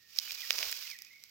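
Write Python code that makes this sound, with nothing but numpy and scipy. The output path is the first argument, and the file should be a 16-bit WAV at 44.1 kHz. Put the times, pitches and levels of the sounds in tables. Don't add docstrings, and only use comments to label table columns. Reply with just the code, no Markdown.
import sys
import numpy as np
from scipy import signal
from scipy.fft import rfft, irfft, next_fast_len
from scipy.io import wavfile
from scipy.ndimage import map_coordinates

SR = 44100
rng = np.random.default_rng(int(sys.argv[2]) if len(sys.argv) > 2 else 0)


def wav_out(sig):
    wavfile.write(sys.argv[1], SR, np.round(np.clip(np.atleast_2d(sig).T, -1, 1) * 32767).astype(np.int16))


N = 57330

# frequency in Hz, relative gain in dB.
AIR_EQ = [(25, -21), (42, -5), (62, 0.5), (100, 0), (250, -5.5), (600, -9.5), (1000, -22), (2000, -14),
          (4000, -21.5), (16000, -36)]
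# start and length in seconds, first, middle and last pitch in Hz,
# level in dB before flicker and pan.
BIRD_NOTES = [(-.06, .22, 1850, 1850, 1820, -71.5), (0.194, 0.063, 3255, 3000, 3000, -60),
              (.25, 0.054, 2755, 3010, 2590, -54.5), (.288, 0.026, 2560, 2407, 2500, -49),
              (.378, 0.061, 2380, 2420, 2140, -54), (0.425, .036, 2130, 1910, 1950, -49.5),
              (0.502, 0.022, 2090, 1910, 1860, -52), (0.843, 0.046, 2158, 2060, 1930, -55.5),
              (0.873, 0.012, 2460, 2550, 2530, -66), (.9, .04, 2510, 2344, 2060, -50.5),
              (.928, 0.053, 2105, 1902, 1800, -56.5), (1.02, 0.046, 1805, 1872, 1900, -77.5),
              (1.06, 0.04, 2367, 2538, 2370, -63), (1.105, 0.012, 1954, 2045, 2160, -56.5),
              (1.115, 0.11, 2092, 2211, 2033, -59.5)]
# frequency in Hz, relative gain in dB.
RUMBLE_EQ = [(25, -17), (60, -2.5), (150, -8.5), (260, -10), (500, -30), (1500, -73)]
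# frequency in Hz, relative gain in dB.
LEFT_PORT_EQ = [(150, -46), (700, -29.5), (1500, -15), (2350, -13), (3200, -14.5), (4200, -20.5),
                (5000, -15.5), (7500, -11.5), (9200, -20), (12000, -15), (16000, -17.5)]
RIGHT_PORT_EQ = [(150, -30.5), (700, -30), (1200, -16), (1800, -14), (2350, -6.5), (2900, -5), (4200, -2),
                 (5000, 2), (5800, -1), (7400, -15), (8400, -31.5), (10000, -25.5), (12500, -10.5),
                 (14000, -6), (16000, -6.5)]
# frequency in Hz, relative gain in dB.
CASE_EQ = [(40, -51), (150, -24), (280, -16.5), (380, -5), (500, -0.5), (800, -3.5), (1300, -3.5),
           (2500, -3), (6000, -69)]
# start in seconds, peak of the crack in dB, band centre in Hz,
# sharpness as Q, crunch decay in milliseconds, case thud in dB relative to the crack.
SNAP_HITS = [(0.1621, -29, 4840, 1, 0.3, -27.5), (.174, -28.5, 7000, 0.72, 0.44, -47),
             (0.1879, -17, 13000, 1.8, 0.17, -57), (0.1876, -4.5, 4720, 1.5, .15, -68),
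             (0.1905, -20, 5400, 1.8, 0.35, -54), (.199, -22, 5800, 1.1, 0.31, -41),
             (0.277, -34, 1590, 1.45, .6, -17), (0.3079, -18, 2550, 0.48, 0.28, -35),
             (0.3197, -19, 9000, 0.24, 1.1, -31), (0.3492, -22.5, 6000, 0.2, 0.33, -37),
             (0.3546, -26, 3000, .4, 0.16, -46), (.406, -23, 8900, 0.22, 0.42, -33),
             (0.419, -22, 3330, 1.9, 0.39, -50), (0.5066, -3.5, 2420, 0.64, 0.066, -21),
             (0.5081, -21.5, 14700, 1.6, 0.62, -35), (0.508, -22, 2410, 1, 1.2, -19),
             (0.5289, -19.5, 5180, 4.5, .3, -31), (0.5842, -16, 4370, 0.35, 0.97, -19.5),
             (0.589, -11.5, 5430, 0.37, 0.35, -29.5), (0.6287, -11.5, 2250, 0.75, 0.14, -20),
             (0.7154, -19, 12900, .7, 0.53, -49), (.7203, -24, 12000, 0.44, .4, -48),
             (.7269, -21.5, 11100, 0.93, 0.17, -46), (0.7264, -19, 2460, 0.8, 1.17, -26),
             (0.774, -29.5, 5050, 0.47, 0.57, -38), (.825, -29, 2600, 0.59, 1.9, -22.5),
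             (.876, -32, 2630, 1.3, 0.58, -28.5), (0.901, -28, 7050, 0.54, 0.36, -38),
             (0.9134, -25.5, 2430, 0.4, 0.83, -32), (0.9885, -30.5, 6250, 0.45, 0.97, -33),
             (1.021, -27, 9500, 0.35, 0.54, -44), (1.0482, -36.5, 6000, 0.83, 1.7, -44),
             (1.2383, -29, 9400, 0.38, 0.5, -44), (1.295, -46, 4000, .5, .6, -32)]
# time in seconds, level in dB before flutter.
RUB_LEVEL = [(0, -63), (.07, -61.5), (.13, -54), (.18, -44.5), (.21, -45.5), (.31, -41), (.37, -44.5),
             (.47, -40.5), (.57, -38), (.6, -35.5), (.67, -36.5), (.75, -40.5), (.8, -44), (.84, -42),
             (.92, -45), (.97, -56), (1.18, -60.5), (1.3, -59.5)]
DRONE_LEVEL = [(.12, -101), (.2, -73.5), (.5, -73), (.55, -50.5), (.57, -64), (.59, -51), (.66, -53),
               (.72, -63), (.77, -70), (.92, -83), (.97, -95)]
# frequency in Hz, share of power common to both ports from 0 to 1.
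RUB_LIKENESS = [(200, 0.57), (1200, .7), (2400, 0.43), (4400, 0.46), (15000, 0.1)]

TOP_HZ = 15900


def amp(db):
    return 10 ** (np.asarray(db) / 20)


def unit(x):
    return x / np.sqrt(np.mean(x ** 2) + 1e-20)


def along(points, hz):
    knots_hz, values = np.transpose(points)
    return np.interp(np.log(hz + 1), np.log(knots_hz + 1), values)


def curve(rows):
    return np.interp(np.arange(N) / SR, *np.transpose(rows))


def wobble(per_s):
    return map_coordinates(rng.standard_normal(N), [np.arange(N) * per_s / SR])


def filtered(x, response):
    n = x.shape[-1]
    padded = 2 * next_fast_len(n)
    hz = np.fft.rfftfreq(padded, 1 / SR)
    return irfft(rfft(x, padded) * response(hz), padded)[..., :n]


def colour(points, hz):
    cepstrum = irfft(np.log(amp(along(points, hz))))
    half = len(cepstrum) // 2
    cepstrum[1:half] *= 2
    cepstrum[half + 1:] = 0
    return np.exp(rfft(cepstrum))


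def pan(db):
    return amp(np.array([[db], [-db]]) / 2)


def add(out, x, start_s):
    i = round(start_s * SR)
    x = x[..., max(-i, 0):max(N - i, 0)]
    out[..., max(i, 0):max(i, 0) + x.shape[-1]] += x


def air(level_db=-79.5):
    noise = rng.standard_normal((2, N)) + 0.55 * rng.standard_normal(N)
    return amp(level_db) * unit(filtered(noise, lambda hz: amp(along(AIR_EQ, hz))))


def forest_echo(song, t60_s=0.64, predelay_s=0.042):
    t = np.arange(SR) / SR
    tail = rng.standard_normal((2, SR)) * amp(-60 * t / t60_s) * (t > predelay_s)
    return signal.fftconvolve(song[None], tail / np.linalg.norm(tail[0]), axes=1)[:, :N]


def bird(attack_s=0.0043, fade_share=0.54, waver_hz=36.2, flicker_db=3, echo_db=-5):
    song = np.zeros(N)
    waver = waver_hz * wobble(per_s=251)
    for start_s, length_s, first_hz, middle_hz, last_hz, db in BIRD_NOTES:
        t = np.arange(int(length_s * SR)) / SR
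        glide = np.polyfit([0, length_s / 2, length_s], [first_hz, middle_hz, last_hz], 2)
        hz = np.polyval(glide, t) + waver[:len(t)]
        whistle = np.sqrt(2) * np.sin(2 * np.pi * np.cumsum(hz) / SR)
        envelope = np.clip(np.minimum(t / attack_s, (length_s - t) / (fade_share * length_s)), 0, 1)
        add(song, amp(db) * envelope * whistle, start_s)
    song *= amp(flicker_db * wobble(per_s=220))
    return pan(db=-4.5) * (song + amp(echo_db) * forest_echo(song))


def hand(bump_s=0.674, bump_hz=62.3, bump_db=-66.5, bump_width_s=0.016):
    rumble = unit(filtered(rng.standard_normal((2, N)), lambda hz: amp(along(RUMBLE_EQ, hz))))
    rumble *= amp(curve(RUB_LEVEL) - 38.5)
    t = np.arange(N) / SR - bump_s
    bump = amp(bump_db) * np.exp(-(t / bump_width_s) ** 2) * np.sin(2 * np.pi * bump_hz * t)
    return pan(db=-2.5) * (rumble + bump)


def resonance(hz, centre_hz, width_hz):
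    return 1j * hz * width_hz / (centre_hz ** 2 - hz ** 2 + 1j * hz * width_hz)


def ports(hz, cavity_db=-4.5, left_lead_s=0.00011):
    cavity = 1 + amp(cavity_db) * resonance(hz, centre_hz=2374, width_hz=350)
    left = colour(LEFT_PORT_EQ, hz) * np.exp(2j * np.pi * hz * left_lead_s)
    right = colour(RIGHT_PORT_EQ, hz)
    return cavity * np.array([left, right])


def snaps(crunch_gain=0.23, ring_db=-31.5, ring_t60_s=0.013):
    out = np.zeros((2, N))
    t = (np.arange(2048) - 64) / SR
    age = np.maximum(t, 0)
    for start_s, db, centre_hz, q, crunch_ms, thud_db in SNAP_HITS:
        slips, diffuse = rng.standard_normal((2, len(t))) * (t > 0)
        crunch = crunch_gain * slips * np.exp(-age * 1000 / crunch_ms)
        ring = diffuse * amp(ring_db - 60 * age / ring_t60_s)
        force = (t == 0) + crunch + ring
        band = lambda hz: resonance(hz, centre_hz, centre_hz / q) ** 2
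        crack = filtered(force, lambda hz: ports(hz) * band(hz) * (hz < TOP_HZ))
        thud = filtered(force, lambda hz: colour(CASE_EQ, hz))
        hit = crack / np.abs(crack).max() + amp(thud_db) * thud / np.abs(thud).max()
        add(out, amp(db) * hit, start_s + t[0])
    return out


def catches(per_s, spread_db=5.5):
    sizes = amp(spread_db * np.minimum(rng.exponential(size=N), 2))
    clicks = (rng.random(N) < per_s / SR) * rng.choice([-1, 1], N)
    return unit(clicks * sizes)


def friction(grain_db=-7.5, crackle_db=-7):
    hiss = rng.standard_normal(N)
    grains = amp(grain_db) * catches(per_s=1500)
    crackles = amp(crackle_db) * catches(per_s=160)
    return unit(hiss + grains + crackles)


def case_drone():
    return unit(filtered(friction(), lambda hz: colour(CASE_EQ, hz))) * amp(curve(DRONE_LEVEL))


def rub(flutter_db=1.42):
    likeness = lambda hz: np.clip(along(RUB_LIKENESS, hz), 0, 1)
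    common = filtered(friction(), lambda hz: ports(hz) * np.sqrt(likeness(hz)))
    wide = filtered(np.array([friction(), friction()]), lambda hz: ports(hz) * np.sqrt(1 - likeness(hz)))
    rustle = unit(common + wide) * amp(curve(RUB_LEVEL))
    flutter = amp(flutter_db * wobble(per_s=130))
    return flutter * (rustle + case_drone())


def scene():
    return rub() + snaps() + hand() + bird() + air()


def record(dry):
    return filtered(dry, lambda hz: hz < TOP_HZ)


dry = scene()
out = record(dry)
wav_out(out)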